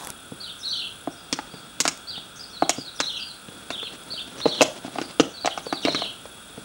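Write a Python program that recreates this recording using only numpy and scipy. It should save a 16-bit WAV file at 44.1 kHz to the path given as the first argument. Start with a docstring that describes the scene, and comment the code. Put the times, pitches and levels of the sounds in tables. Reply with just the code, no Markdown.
"""Sharp snaps and hollow lip pops are heard as a puppy rolls and plays on a lawn, with rustling grass.
Each bite adds damped tones for head and mouth to short noise cracks for jaws and teeth.
Sparrows chirp in gliding whistles; a grasshopper buzzes in bouts of pulsed noise over a far insect hiss.
Filtered noise makes the outdoor air and hum, and a sine makes a thin high whine.
Short echoes from the ground and garden walls follow the bites and the birds."""
import sys
import numpy as np
from scipy import signal
from scipy.fft import rfft, irfft
from scipy.io import wavfile
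from scipy.ndimage import uniform_filter1d, minimum_filter1d, map_coordinates

SR = 44100
rng = np.random.default_rng(int(sys.argv[2]) if len(sys.argv) > 2 else 0)


def wav_record(signal):
    """Record a signal, one row per channel, as 16-bit PCM in the file named by sys.argv[1]."""
    frames = np.transpose(np.atleast_2d(signal))
    bounded = np.clip(frames, -1, 1)
    # unit amplitude maps onto the largest positive 16-bit level
    quanta = np.round(bounded * 32767).astype(np.int16)
    wavfile.write(sys.argv[1], SR, quanta)


N = 292824
TIME = np.arange(N) / SR  # seconds

# Snaps and smacks of the puppy's mouth. Each row: start in seconds, head thump level in dB,
# hollow pop level in dB, pop pitch in Hz, jaw clack level in dB, tooth snap level in dB.
BITES = [(.32, -31, -37, 487, -59, -67), (1.074, -26.5, -26, 708, -70, -74),
         (1.327, -25.5, -30.5, 520, -28, -21.5), (1.389, -37, -28.5, 860, -34, -47),
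         (1.539, -36, -41, 455, -51, -71), (1.803, -30.5, -31.5, 506, -24, -16.5),
         (1.853, -30, -24, 716, -21.5, -27), (1.878, -31, -32, 706, -21, -20.5),
         (2.178, -40, -43, 775, -49, -62), (2.623, -21.5, -14, 750, -33.5, -59),
         (2.694, -31.5, -20.5, 726, -23, -17.5), (2.783, -27.5, -33, 504, -64, -44),
         (3.002, -30.5, -27.5, 570, -22, -21.5), (3.485, -37, -44, 500, -46, -54),
         (3.704, -35, -31, 680, -30, -38), (3.83, -53, -37, 473, -40, -63),
         (4.138, -44.5, -41.5, 630, -52, -56), (4.402, -50, -44, 630, -36, -45),
         (4.457, -19, -14, 482, -32.5, -55), (4.462, -27, -17, 575, -38, -57),
         (4.609, -19, -13.5, 547, -16, -50), (4.617, -29, -13, 582, -19.5, -20),
         (4.624, -28, -15, 686, -57, -19.5), (4.848, -34, -34, 700, -58, -68),
         (4.88, -36, -37.5, 760, -64, -71), (4.958, -40, -30, 717, -52, -61),
         (4.985, -29.5, -25.5, 780, -31, -61), (5.015, -45, -27.5, 348, -33.5, -37),
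         (5.198, -13, -10, 468, -16.5, -21), (5.447, -30, -24, 730, -36, -58),
         (5.458, -56, -22, 705, -31, -24.5), (5.475, -40, -18.5, 754, -26, -54),
         (5.576, -42, -27.5, 775, -33, -39), (5.667, -52, -30.5, 510, -45, -59),
         (5.726, -25.5, -23.5, 760, -27.5, -61), (5.851, -22, -22.5, 410, -21.5, -39),
         (5.873, -39, -24, 670, -47, -55), (5.883, -27, -19.5, 633, -29.5, -46),
         (5.947, -30, -28.5, 390, -25.5, -34), (6.02, -38, -27, 714, -35, -55),
         (6.255, -55, -39, 563, -45, -54), (6.578, -33.5, -36.5, 450, -62, -66)]
# Tone colour of the jaws closing. Each row: frequency in Hz, relative level in dB.
JAW_COLOUR = [(300, -73), (800, -6), (1200, 3.5), (1800, -1), (2800, 1), (3600, -4.5), (5000, -7),
              (9000, -14)]
# Tone colour of the teeth meeting. Each row: frequency in Hz, relative level in dB.
TOOTH_COLOUR = [(1000, -68), (3000, -4.5), (4500, 0), (5100, 2), (6000, 5.5), (8300, -0.5), (10500, -9.5),
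                (12500, -11), (16000, -21)]
# The puppy's body rings on after each thump. Each row: pitch in Hz, level against the thump in dB,
# time to fade by 60 dB in seconds.
BODY_RINGS = [(156.5, -12.5, 0.081), (336.6, -15, 0.12)]
# A stronger pop tightens the thump. Each row: pop level in dB, settled thump pitch in Hz.
THUMP_PITCH = [(-39, 203), (-27, 274), (-19.5, 303)]
# Bare teeth meet bright, lips dull a soft contact. Each row: tooth snap level in dB, top edge in Hz.
CONTACT_EDGE = [(-21, 4940), (-20, 10500)]

# Fur dragging through grass. Each row: time in seconds, level in dB.
RUSTLE_LEVEL = [(0, -45.5), (.12, -41), (.16, -71), (1.0, -70), (1.4, -49.5), (2.0, -56), (2.9, -78),
                (3.6, -47), (4.2, -50.5), (4.55, -36.5), (4.75, -48), (5.05, -40.5), (5.35, -56.5),
                (5.95, -37), (6.2, -56), (6.64, -48)]
# Tone colour of the crumpling blades. Each row: frequency in Hz, relative level in dB.
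GRASS_COLOUR = [(40, -22), (120, 2.5), (250, 9.5), (700, 3), (1500, -5.5), (4000, -3.5), (8000, -15),
                (16000, -77)]
# Dry ticks of grass stalks. Each row: start in seconds, level in dB.
STALK_TICKS = [(0.0422, -43), (0.048, -39), (0.072, -33.5), (0.1031, -33), (1.975, -45.5), (4.037, -53)]
# Tone colour of a stalk tick. Each row: frequency in Hz, relative level in dB.
TICK_COLOUR = [(500, 5), (1200, 3), (4000, 2), (8000, 7.5), (11000, 4.5), (16000, -12)]
# Tone colour of the gritty scrape. Each row: frequency in Hz, relative level in dB.
SCRAPE_COLOUR = [(100, -24), (500, -8), (880, 6), (1500, -2), (2200, -20), (6000, -9), (10000, -12),
                 (16000, -28)]

# Syllables of the sparrows' three phrases. Each row: start in seconds into the phrase,
# length in seconds, start pitch in Hz, middle pitch in Hz, end pitch in Hz, level against the phrase in dB.
# The pitches are those at pitch factor 1.
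CHIRRUP_SYLLABLES = [(0, .047, 4080, 4647, 3580, 1), (0.059, 0.0342, 3515, 3107, 2660, -4.5),
                     (0.084, .035, 2800, 3700, 3000, -1)]
DOUBLE_SYLLABLES = [(0, .024, 5750, 6030, 6080, -11.5), (.034, .055, 4550, 4530, 3740, -1),
                    (.102, .058, 4624, 4580, 3195, 2.5), (.195, .022, 3320, 3850, 3500, -0.5)]
TRILL_SYLLABLES = [(0, .036, 6390, 5800, 5250, -15), (.04, .056, 3436, 4332, 3640, 0),
                   (.088, 0.03, 4220, 6080, 5180, -13.5), (.105, .055, 3707, 4457, 3107, 1),
                   (.152, .036, 6700, 6200, 5000, -19.5), (.177, .056, 3695, 4344, 2740, -3),
                   (.256, .033, 2740, 3400, 2800, -5.5)]
# Zigzag second voice of two phrases. The one row: start in seconds into the phrase, length in seconds,
# start pitch in Hz, end pitch in Hz, level against the phrase in dB. Pitches are at factor 1.
DOUBLE_WARBLE = (0.2, 0.03, 3398, 2948, 4)
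TRILL_WARBLE = (0.13, 0.1343, 3551, 2951, -5)
# When each phrase is sung. Each row: start in seconds, pitch factor,
# level in dB before the birds' shared level.
CHIRRUP_CALLS = [(.401, 1, -36.5), (2.071, 1.02, -34.5), (4.103, .997, -32.5)]
DOUBLE_CALLS = [(2.493, 0.96, -40.5), (5.302, 0.99, -39.5), (5.624, 1.003, -38)]
TRILL_CALLS = [(.589, 1, -29.5), (2.949, 0.96, -32), (4.372, .995, -31.5), (5.816, 0.99, -30)]
# Single cheeps. Each row: start in seconds, length in seconds, top pitch in Hz,
# level in dB before the birds' shared level.
CHEEPS = [(1.105, .034, 5700, -54), (1.166, .045, 5080, -53), (1.497, 0.096, 4790, -51.5),
          (2.357, .03, 6400, -46.5), (2.391, 0.057, 4954, -39.5), (2.759, 0.068, 4960, -40.5),
          (2.848, .039, 4390, -38.5), (3.16, 0.032, 6200, -47), (3.193, 0.046, 4840, -37),
          (3.286, 0.032, 4410, -40), (3.719, 0.041, 3796, -33.5), (3.777, 0.025, 3460, -32),
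          (3.813, 0.015, 3650, -31.5), (3.826, .06, 4300, -43), (3.856, 0.019, 3310, -35),
          (4.965, 0.022, 4900, -50), (5.024, 0.036, 4890, -42.5)]
# Low cheeps drop further at the end. Each row: top pitch in Hz, end pitch as a share of the top.
CHEEP_END = [(3400, 0.743), (4800, .89)]

# Bouts of the near grasshopper. Each row: start in seconds, end in seconds, level in dB.
BOUTS = [(-.1, 1.099, -54), (2.9, 5.26, -55), (5.443, 6.694, -54.5)]
# Tone colour of its wings. Each row: frequency in Hz, relative level in dB.
WING_COLOUR = [(5000, -47), (7000, -16), (8200, -4), (9000, -10), (10000, 1), (10800, -10), (12000, -20),
               (15000, -25)]
# Tone colour of the far insects. Each row: frequency in Hz, relative level in dB.
CHORUS_COLOUR = [(5000, -18), (7000, -8), (8200, 1.5), (10000, -1.5), (11200, -9.5), (13000, -24)]
# Tone colour of the steady garden air. Each row: frequency in Hz, relative level in dB.
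AIR_COLOUR = [(20, -16), (50, 0.5), (100, 0), (200, 3.5), (400, -2.5), (800, -3.5), (1200, -8),
              (2000, -12.5), (2900, -24), (4300, -10.5), (6500, -17), (11000, -41), (13000, -32),
              (16000, -24)]
# Far machine hum. Each row: centre in Hz, width in Hz, level in dB.
HUM_BANDS = [(1410, 344, -51.5), (2670, 670, -57.5), (3356, 210, -52.5), (3640, 330, -56)]


def bites():
    """The puppy's snaps and smacks, one after another."""
    out = np.zeros(N)
    for start, *settings in BITES:
        add(out, start, bite(*settings))
    return out


def bite(thump_db, pop_db, pop_hz, clack_db, snap_db):
    """A bite thumps the head, rings the hollow of the mouth, and may clack the jaws and teeth."""
    t = np.arange(4096) / SR
    steady = np.ones(len(t))
    thump_hz = np.interp(pop_db, *np.transpose(THUMP_PITCH))
    edge_hz = np.interp(snap_db, *np.transpose(CONTACT_EDGE))

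    # the thump starts 11 % high and quickly settles
    falling_hz = thump_hz * (1 + 0.11 * np.exp(-t / 0.0036))
    thump = ring(t, falling_hz, t60=0.026, rise=0.0015)
    for hz, db, t60 in BODY_RINGS:
        thump += amp(db) * ring(t, hz * steady, t60, rise=0.005)

    pop = ring(t, pop_hz * steady, t60=0.017, rise=0.0006)
    second_mode = ring(t, 1.403 * pop_hz * steady, t60=0.013, rise=0.00006)
    pop += amp(-9) * second_mode

    clack = crack(t, JAW_COLOUR, edge_hz, decay=0.003, bounce_db=-22, bounce_s=0.0087, bounce_decay=0.0029)
    snap = crack(t, TOOTH_COLOUR, edge_hz, decay=0.002, bounce_db=-12.5, bounce_s=0.0045,
                 bounce_decay=0.0032)
    return amp(thump_db) * thump + amp(pop_db) * pop + amp(clack_db) * clack + amp(snap_db) * snap


def ring(t, hz, t60, rise):
    """A soft-edged fading tone whose pitch may move; like any small source it radiates no deep bass."""
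    tone = np.sin(2 * np.pi * np.cumsum(hz) / SR)
    fade = amp(-60 * t / t60)
    onset = 1 - np.exp(-t / rise)
    bass_cut = signal.butter(2, hz[-1] / 2, "high", fs=SR)
    return burst(signal.lfilter(*bass_cut, tone * fade * onset))


def crack(t, points, edge_hz, decay, bounce_db, bounce_s, bounce_decay):
    """A hard contact, dulled above edge_hz, and its scattered bounce off the ground."""
    late = np.maximum(t - bounce_s, 0) / bounce_decay
    bounce = amp(bounce_db) * late * np.exp(1 - late)
    shape = np.exp(-t / decay) + bounce
    contact = colour(rng.standard_normal(len(t)) * shape, points)
    return burst(signal.lfilter(*signal.butter(2, edge_hz, fs=SR), contact))


def grass():
    """Blades crumple in clumps of tiny clicks under the rolling puppy; a few stalks tick."""
    clumps = amp(4.5 * wander(40, N))
    clicks = rng.random(N) < 4000 / SR  # about 4000 a second
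    grains = rng.standard_normal(N) * clicks * clumps
    level = amp(np.interp(TIME, *np.transpose(RUSTLE_LEVEL)))
    out = evened(colour(grains, GRASS_COLOUR)) * level

    tick_fade = np.exp(-np.arange(1024) / SR / .0007)
    for start, db in STALK_TICKS:
        tick = colour(rng.standard_normal(len(tick_fade)) * tick_fade, TICK_COLOUR)
        add(out, start, amp(db) * burst(tick))
    return out


def scrape(db=-42):
    """A short gritty scrape in the grass as the play begins: noise of quickly wandering strength."""
    gate = np.interp(TIME, [.095, .115], [1, 0])
    grit = rng.standard_normal(N) * amp(3.3 * wander(320, N))
    return amp(db) * gate * evened(colour(grit, SCRAPE_COLOUR))


def sparrows():
    """Chirrups, double notes and trills, along with single cheeps, all sung as gliding whistles."""
    out = phrases(CHIRRUP_CALLS, CHIRRUP_SYLLABLES)
    out += phrases(DOUBLE_CALLS, DOUBLE_SYLLABLES, DOUBLE_WARBLE)
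    out += phrases(TRILL_CALLS, TRILL_SYLLABLES, TRILL_WARBLE)
    for start, length, top_hz, db in CHEEPS:
        start_hz = .92 * top_hz
        end_hz = top_hz * np.interp(top_hz, *np.transpose(CHEEP_END))
        add(out, start, amp(db) * syllable(length, start_hz, top_hz, end_hz))
    return out


def phrases(calls, syllables, second_voice=None):
    """Sings one phrase again and again, each time at its own pitch and strength."""
    out = np.zeros(N)
    for start, pitch, call_db in calls:
        for at, length, start_hz, middle_hz, end_hz, db in syllables:
            note = syllable(length, pitch * start_hz, pitch * middle_hz, pitch * end_hz)
            add(out, start + at, amp(call_db + db) * note)
        if second_voice:
            at, length, start_hz, end_hz, db = second_voice
            note = warble(length, pitch * start_hz, pitch * end_hz)
            add(out, start + at, amp(call_db + db) * note)
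    return out


def syllable(length, start_hz, middle_hz, end_hz, middle_at=0.413, push_db=4):
    """One side of the syrinx, the bird's voice organ, glides from start through middle to end pitch."""
    u = np.linspace(0, 1, round(length * SR))  # share of the syllable passed
    side = np.interp(u, [0, middle_at, 1], [1, 0, 1])
    nearness = 1 - side ** 1.6  # 1 at the middle pitch, 0 at either end
    outer_hz = np.where(u < middle_at, start_hz, end_hz)
    push = amp(push_db * (u - .5))  # the bird leans into the second half
    rasp = np.interp(middle_hz, [4700, 5800], [.02, .06])  # the highest notes are squeezed and raspy
    return push * whistle(outer_hz + (middle_hz - outer_hz) * nearness, rasp)


def warble(length, start_hz, end_hz, warble_hz=38, warble_depth=0.0985):
    """The other side of the syrinx zigzags down beside the main whistle."""
    size = round(length * SR)
    turns = np.cumsum(warble_hz * (1 + 0.18 * wander(41.5, size))) / SR
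    zigzag = 1 + warble_depth * np.cos(2 * np.pi * turns)
    return whistle(np.linspace(start_hz, end_hz, size) * zigzag, waver=0.02)


def whistle(hz, waver, flutter_db=3, overtone_db=-32):
    """A bird tone on a pitch track; the stronger its quick random tremble, the raspier it sounds."""
    size = len(hz)
    phase = 2 * np.pi * np.cumsum(hz * (1 + waver * wander(703.0, size))) / SR
    tone = np.sin(phase) + amp(overtone_db) * np.sin(2 * phase)
    edges = signal.windows.tukey(size, 1 / 6)
    flutter = amp(flutter_db * wander(242.5, size))
    return evened(edges * flutter * tone)


def garden(x, near_db, near_t60, wall_db, wall_s, wall_t60):
    """Scatter from things close by, and a swell of echoes from the walls building up over wall_s."""
    t = np.arange(SR // 2) / SR
    taps = rng.choice([-1., 1.], len(t)) * (rng.random(len(t)) < 4000 / SR)
    near = taps * (t > .004) * amp(-60 * t / near_t60)
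    walls = taps * np.minimum(t / wall_s, 1) ** 4 * amp(-60 * t / wall_t60)
    echo = amp(near_db) * near / np.linalg.norm(near)
    echo += amp(wall_db) * walls / np.linalg.norm(walls)
    return x + signal.fftconvolve(x, echo)[:N]


def grasshopper(strokes_per_s=37.2, stroke_width=0.27, bout_edge_s=0.064, chorus_db=-54):
    """One near insect rasps in bouts, once a wing stroke, over the hiss of many far ones."""
    near = np.zeros(N)
    for start, end, db in BOUTS:
        turns = np.cumsum(strokes_per_s * (1 + 0.01 * wander(11, N))) / SR
        strokes = np.exp(-((turns % 1 - .5) / stroke_width) ** 2 / 2)
        gate = np.clip(np.minimum(TIME - start, end - TIME) / bout_edge_s, 0, 1)
        rasp = evened(colour(strokes * rng.standard_normal(N), WING_COLOUR))
        near += amp(db) * gate * rasp
    chorus = evened(colour(rng.standard_normal(N), CHORUS_COLOUR))
    return near + amp(chorus_db) * chorus * amp(1.0 * wander(70, N))


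def background(air_db=-49, whine_db=-61, whine_hz=15648):
    """Outdoor air as shaped noise, far hum as narrow noise bands, and a thin electrical whine."""
    air = evened(colour(rng.standard_normal(N), AIR_COLOUR))
    out = amp(air_db) * air * amp(0.4 * wander(16, N))
    hz = np.fft.rfftfreq(N, 1 / SR)
    for centre, width, db in HUM_BANDS:
        band = np.exp(-2 * ((hz - centre) / width) ** 2)
        out += amp(db) * evened(irfft(rfft(rng.standard_normal(N)) * band, N))
    return out + amp(whine_db) * evened(np.sin(2 * np.pi * whine_hz * TIME))


def amp(db):
    """Turns decibels into a plain multiplier."""
    return 10 ** (np.asarray(db) / 20)


def evened(x):
    """Scales a sound to an average (RMS) level of one."""
    return x / np.sqrt(np.mean(x ** 2) + 1e-20)


def burst(x):
    """Scales a short sound to the energy of a hundredth of a second at an RMS level of one."""
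    return x * np.sqrt(SR / 100 / np.sum(x ** 2))


def add(mix, start, sound):
    """Mixes a sound in at a start time in seconds, cutting what runs past the end."""
    part = mix[max(round(start * SR), 0):][:len(sound)]
    part += sound[:len(part)]


def colour(x, points, size=2048):
    """Filters through the (Hz, dB) points with minimum delay, so nothing sounds before its cause."""
    hz, db = np.transpose(points)
    grid_hz = abs(np.fft.fftfreq(size, 1 / SR)) + 1
    log_gain = np.log(amp(np.interp(np.log(grid_hz), np.log(hz), db)))
    # the Hilbert transform finds the phase that goes with this gain
    taps = np.fft.ifft(np.exp(np.conj(signal.hilbert(log_gain)))).real[:size // 2]
    return signal.fftconvolve(x, taps)[:len(x)]


def wander(rate, size):
    """A smooth random curve of roughly unit spread, changing about rate times a second."""
    at = np.arange(size) * rate / SR
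    return map_coordinates(rng.standard_normal(4096), [at], order=2, mode="wrap")


def scene():
    """Sets puppy and birds in the garden's echoes and mixes in the other layers."""
    puppy = garden(bites(), near_db=-10.0, near_t60=0.043, wall_db=-16.0, wall_s=0.035, wall_t60=0.29)
    birds = garden(sparrows(), near_db=-1, near_t60=0.11, wall_db=-7.5, wall_s=0.046, wall_t60=0.36)
    mix = puppy + grass() + scrape() + amp(-2.0) * birds + grasshopper() + background()
    return mix[None]  # one channel


def record(dry):
    """A fast limiter turns down peaks above full level; then a filter removes the highest treble."""
    gain = 1 / np.maximum(abs(dry), 1)
    gain = uniform_filter1d(minimum_filter1d(gain, size=61), size=61)
    treble_cut = signal.firwin(511, 16300, window=("kaiser", 9), fs=SR)  # edge in Hz
    return signal.oaconvolve(dry * gain, treble_cut[None], "same")


dry = scene()
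out = record(dry)
wav_record(out)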